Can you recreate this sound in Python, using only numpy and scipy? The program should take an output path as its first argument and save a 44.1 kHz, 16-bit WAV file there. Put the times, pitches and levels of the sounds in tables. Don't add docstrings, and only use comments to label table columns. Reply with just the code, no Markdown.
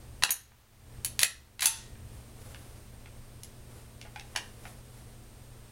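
import sys
import numpy as np
from scipy import signal
from scipy.fft import rfft, irfft
from scipy.io import wavfile
from scipy.ndimage import uniform_filter1d

SR = 44100
rng = np.random.default_rng(int(sys.argv[2]) if len(sys.argv) > 2 else 0)


def log_audio(samples):
    frames = np.atleast_2d(samples).T
    limited = np.clip(frames, -1, 1)
    pcm = np.round(limited * 32767).astype(np.int16)
    wavfile.write(sys.argv[1], SR, pcm)


N = 251811
TIME_S = np.arange(N) / SR

# pitch_hz, rms_db, wander_ratio
HUM_TONES = [(120.1, -55, 0.0079), (222.6, -64, 0.0077)]
# freq_hz, relative_db
FLOOR_SPECTRUM = [(20, -11), (40, -5.5), (65, -2), (100, -2), (140, -15), (300, -23.5), (1000, -53)]
AIR_SPECTRUM = [(10, -10.5), (25, 4.5), (38, -1.5), (65, -3.5), (105, -4.5), (145, -16), (200, -16.5),
                (290, -15.5), (450, -16), (1000, -26), (2000, -29.5), (5000, -32.5), (10500, -34.5),
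                (16000, -39.5)]
CLOTH_SPECTRUM = [(200, 7.5), (600, 5), (1500, -3), (3000, -6), (6000, -8), (8500, -8), (10500, -13),
                  (13000, -12), (16000, -14)]
HISS_SPECTRUM = [(100, -2.5), (1000, 5.5), (4000, -0.5), (9000, -4.5), (16000, -3)]
# start_s, level_db, chatter_ms, size_cm, contact_us
METAL_CONTACTS = [ (.2233, -1, 8.5, 74, 123), (.2361, 21.5, 1.6, 23, 90), (.2927, 11, 3, 25, 160),
                  (.3066, 16.5, 0.51, 1.8, 31), (.5185, -8, 2.6, 20, 470), (1.0473, 0, 3.4, 2.86, 29),
                  (1.1924, 7.5, 2.2, 4.1, 78), (1.2152, -4, 7.5, 16, 24), (1.2234, -1, 11, 32, 180),
                  (1.2317, 16.5, 3.6, 5.1, 57), (1.2340, 16, 0.59, 9.4, 150), (1.5942, 7, 2, 4.2, 166),
                  (1.6076, 4, 4.4, 4.8, 45), (1.6210, 11, 7.6, 12.7, 76), (1.6280, 6, 3.2, 16, 30),
                  (1.6430, 3.5, 17, 40, 25), (1.6574, 19.5, 2.2, 3, 44)]
# start_s, level_db, chatter_ms, size_cm, contact_us
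PLASTIC_TAPS = [ (1.953, -22, 11, 12, 300), (2.546, -16.5, 1.2, 22, 153), (3.059, -14.5, 2.9, 11, 280),
                (3.434, -15, 1.2, 3.9, 22), (4.014, -15, 1.5, 7.5, 102), (4.050, -15.5, 16, 44, 320),
                (4.160, -9.5, 4.5, 29, 203), (4.197, -12, 1.1, 7.3, 115), (4.352, -9, 4, 22, 380),
                (4.360, -3, 4.6, 47, 88), (4.3622, -2, 0.96, 29, 71), (4.653, -10.5, 6, 25, 260)]
# freq_hz, gain_db
METAL_COLOUR = [(150, 5.5), (300, -4.5), (500, -6), (800, 4), (1150, 2.5), (1500, 1), (1900, 6),
                (2600, 4.5), (3300, 2), (4200, 4.5), (5300, 0), (6500, 2.5), (8700, -1), (12500, -1.5),
                (15500, -2.5)]
PLASTIC_COLOUR = [(200, -9), (500, -1), (800, 9), (1150, -1), (1800, 5.5), (3000, 4.5), (4000, 1.5),
                  (6000, 3.5), (8700, -4.5), (10500, -3.5), (15500, -9)]
# pitch_hz, gain_db, t60_s
RECEIVER_MODES = [(1720, -62, 0.073), (1897, -76, .45), (4200, -64, 0.19), (4650, -40, 0.044)]
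SHELL_MODES = [(874, -59, 0.041), (1800, -56, 0.074), (2970, -38, .03)]
SEAR_MODES = [(4170, -19.5, 0.35)]
BARREL_MODES = [(654, -23.5, 0.05), (901, -14, 0.14), (1870, -40, 0.93), (6200, -2, 0.028)]
# centre_hz, spread_hz, gain_db, t60_s
MAIN_SPRING_BANDS = [(5500, 1700, -51.5, 0.37), (10420, 780, -39.5, 0.14)]
CATCH_SPRING_BANDS = [(5940, 64.3, -10, .08), (6600, 130, 0.5, 0.052), (9540, 75, -8, 0.1),
                      (11900, 350, 2, .04)]
# peak_s, length_s, level_db
ARM_STROKES = [(2.174, 0.17, -60.5), (2.476, 0.22, -54.5), (2.68, 0.28, -60), (3.746, 0.14, -58.5),
               (4.382, 0.25, -58), (4.663, 0.14, -54), (4.968, 0.25, -61.5)]
# freq_hz, t60_s
ROOM_DECAY = [(200, 0.4), (800, 0.31), (2500, 0.34), (6000, 0.29), (10000, 0.24), (15000, 0.17)]


def from_db(db):
    return 10 ** (np.asarray(db) / 20)


def unit_rms(x):
    return x / np.sqrt(np.mean(x ** 2) + 1e-20)


def at_hz(points, hz):
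    points = np.array(points)
    return np.interp(np.log(np.maximum(hz, 1)), np.log(points[:, 0]), points[:, 1])


def noise(spectrum):
    hz = np.arange(N // 2 + 1) * SR / N
    return unit_rms(irfft(rfft(rng.standard_normal(N)) * from_db(at_hz(spectrum, hz)), N))


def drift(rate_hz):
    hz = np.arange(N // 2 + 1) * SR / N
    return unit_rms(irfft(rfft(rng.standard_normal(N)) / (1 + (hz / rate_hz) ** 4), N))


def minimum_phase(gain):
    cepstrum = irfft(np.log(gain))
    half = len(cepstrum) // 2
    cepstrum[1:half] *= 2
    cepstrum[half + 1:] = 0
    return np.exp(rfft(cepstrum))


def hum(wander_hz=5):
    out = np.zeros(N)
    for pitch_hz, rms_db, wander_ratio in HUM_TONES:
        hz = pitch_hz * (1 + wander_ratio * drift(wander_hz))
        out += from_db(rms_db) * np.sqrt(2) * np.sin(2 * np.pi * np.cumsum(hz) / SR)
    return out


def whine(pitch_hz=8572.5, flip_hz=35, level_db=-68):
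    polarity = np.tanh(4 * np.sin(2 * np.pi * flip_hz * TIME_S))
    return from_db(level_db) * np.sqrt(2) * polarity * np.sin(2 * np.pi * pitch_hz * TIME_S)


def floor(peak_s=2.02, peak_db=-51, swell_db_per_s=0.5, settle_db_per_s=3.5):
    below_peak_db = np.maximum(swell_db_per_s * (peak_s - TIME_S), settle_db_per_s * (TIME_S - peak_s))
    return from_db(peak_db - below_peak_db) * noise(FLOOR_SPECTRUM)


def contacts(events, colour, first_touch, bass_order, size=4096, sound_m_per_s=343):
    ms = 1000 * np.arange(size) / SR
    hz = np.arange(1, size // 2 + 2) * SR / size
    fade = np.cos(np.linspace(0, np.pi / 2, size))
    out = np.zeros(N)
    for start_s, level_db, chatter_ms, size_cm, contact_us in events:
        chatter = rng.standard_normal(size) * rng.exponential(1, size) ** .5 * np.exp(-ms / chatter_ms)
        chatter[0] += first_touch
        spectrum = rfft(chatter)
        broad = np.sqrt(uniform_filter1d(np.abs(spectrum) ** 2, size=100) + 1e-12)
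        low_hz = sound_m_per_s / (2 * size_cm / 100)
        high_hz = 1e6 / (2 * contact_us)
        passband = ((1 + (low_hz / hz) ** (2 * bass_order)) * (1 + (hz / high_hz) ** 4)) ** -.5
        gain = passband * from_db(level_db + at_hz(colour, hz)) / broad
        start = round(start_s * SR)
        out[start:start + size] += fade * irfft(spectrum * minimum_phase(gain))
    return out


def impulse(start_s, level_db):
    out = np.zeros(N)
    out[round(start_s * SR)] = from_db(level_db)
    return out


def ring(x, modes):
    out = np.zeros(N)
    for pitch_hz, gain_db, t60_s in modes:
        r, w = from_db(-60 / (t60_s * SR)), 2 * np.pi * pitch_hz / SR
        mode = signal.lfilter([0, np.sin(w)], [1, -2 * r * np.cos(w), r * r], x + 1e-18)
        out += from_db(gain_db) * mode
    return out


def spring(x, bands, size=12000):
    t, hz = np.arange(size) / SR, np.arange(size // 2 + 1) * SR / size
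    response = np.zeros(size)
    for centre_hz, spread_hz, gain_db, t60_s in bands:
        bell = np.exp(-.5 * ((hz - centre_hz) / spread_hz) ** 2)
        band = irfft(rfft(rng.standard_normal(size)) * bell, size)
        decay = from_db(-60 * t / t60_s)
        response += from_db(gain_db) * unit_rms(band * decay) * np.sqrt(np.mean(decay ** 2) / 2)
    return signal.fftconvolve(x, response)[:N]


def rifle_action(lock_jolt_db=28.5):
    blows = contacts(METAL_CONTACTS, METAL_COLOUR, first_touch=1.96, bass_order=1)
    catch_drop = impulse(start_s=.3072, level_db=-10)
    sear_catch = impulse(start_s=1.232, level_db=-16)
    bolt_lock = impulse(start_s=1.6577, level_db=-10)
    main_spring = spring(blows + from_db(lock_jolt_db) * bolt_lock, MAIN_SPRING_BANDS)
    ping = spring(catch_drop, CATCH_SPRING_BANDS)
    body = blows + ring(blows, RECEIVER_MODES) + main_spring
    return body + ping + ring(sear_catch, SEAR_MODES) + ring(bolt_lock, BARREL_MODES)


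def creak(start_s=0.69, end_s=1, level_db=-33.5, uneven_db=3, count=8):
    chatter_ms, size_cm, contact_us = 0.5, 25, 248.5
    slot_s = (end_s - start_s) / count
    slips = []
    for slot, (offset, force) in enumerate(rng.random((count, 2))):
        slip_s = start_s + (slot + offset) * slot_s
        slip_db = level_db + uneven_db * (2 * force - 1)
        slips.append((slip_s, slip_db, chatter_ms, size_cm, contact_us))
    return slips


def plastic_stock():
    taps = contacts(list(PLASTIC_TAPS) + creak(), PLASTIC_COLOUR, first_touch=0.85, bass_order=2)
    return taps + ring(taps, SHELL_MODES)


def sleeves(fidget_db=-66, rise_share=0.4, uneven_db=1.0, catch_hz=30):
    power = from_db(fidget_db) ** 2
    for peak_s, length_s, level_db in ARM_STROKES:
        width_s = length_s * np.where(TIME_S < peak_s, rise_share, 1 - rise_share)
        power = power + from_db(level_db) ** 2 * np.exp(-((TIME_S - peak_s) / width_s) ** 2)
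    return np.sqrt(power) * from_db(uneven_db * drift(catch_hz)) * noise(CLOTH_SPECTRUM)


def room(x, near_db=-35, walls_db=-35.5, walls_s=.0105, bounce_db=-28, bounce_s=0.007, size=26000):
    t, hz = np.arange(size) / SR, np.arange(size // 2 + 1) * SR / size
    white = rfft(rng.standard_normal(size))
    centres_hz, decays_s = zip(*ROOM_DECAY)
    tail = np.zeros(size)
    for share, t60_s in zip(np.eye(len(centres_hz)), decays_s):
        band = irfft(white * at_hz(list(zip(centres_hz, share)), hz), size)
        tail += band * from_db(-60 * t / t60_s)
    far = from_db(walls_db) + from_db(bounce_db) * np.exp(-np.abs(t - walls_s) / bounce_s)
    response = 1 + rfft(tail * np.where(t < walls_s, from_db(near_db), far))
    power = np.abs(response) ** 2
    even = np.sqrt(uniform_filter1d(power, size=1500) / uniform_filter1d(power, size=110))
    return signal.fftconvolve(x, irfft(response * minimum_phase(even)))[:N]


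def microphone(x, port_hz=10450, width_hz=1000, port_db=7.5):
    port = signal.iirpeak(port_hz, port_hz / width_hz, fs=SR)
    return x + from_db(port_db) * signal.lfilter(*port, x)


def gain_control(x, limit_db=-23, hold_s=0.45, release_db_per_s=60, attack_s=0.003, hop=32):
    midrange = signal.sosfilt(signal.butter(2, [900, 3600], "band", fs=SR, output="sos"), x)
    level_db = 10 * np.log10(np.abs(uniform_filter1d(midrange ** 2, size=220)) + 1e-12)
    cut_db, held_until_s, cuts_db = 0, 0, []
    for now_s, over_db in zip(TIME_S[::hop], level_db[::hop] - limit_db):
        if over_db > cut_db + 1:
            cut_db, held_until_s = over_db, now_s + hold_s
        elif now_s > held_until_s:
            cut_db = max(0, cut_db - release_db_per_s * hop / SR)
        cuts_db.append(cut_db)
    pole = np.exp(-1 / (attack_s * SR))
    smooth_db = signal.lfilter([1 - pole], [1, -pole], np.interp(TIME_S, TIME_S[::hop], cuts_db))
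    return x * from_db(-smooth_db)


def scene(air_db=-52):
    handling = microphone(room(rifle_action() + plastic_stock()) + sleeves())
    return (handling + floor() + hum() + whine() + from_db(air_db) * noise(AIR_SPECTRUM))[None]


def record(dry, hiss_db=-65.5, ceiling=0.6, cutoff_hz=15900):
    x = gain_control(dry[0]) + from_db(hiss_db) * noise(HISS_SPECTRUM)
    lowpass = signal.ellip(10, .2, 80, cutoff_hz, fs=SR, output="sos")
    return signal.sosfilt(lowpass, ceiling * np.tanh(x / ceiling))[None]


dry = scene()
out = record(dry)
log_audio(out)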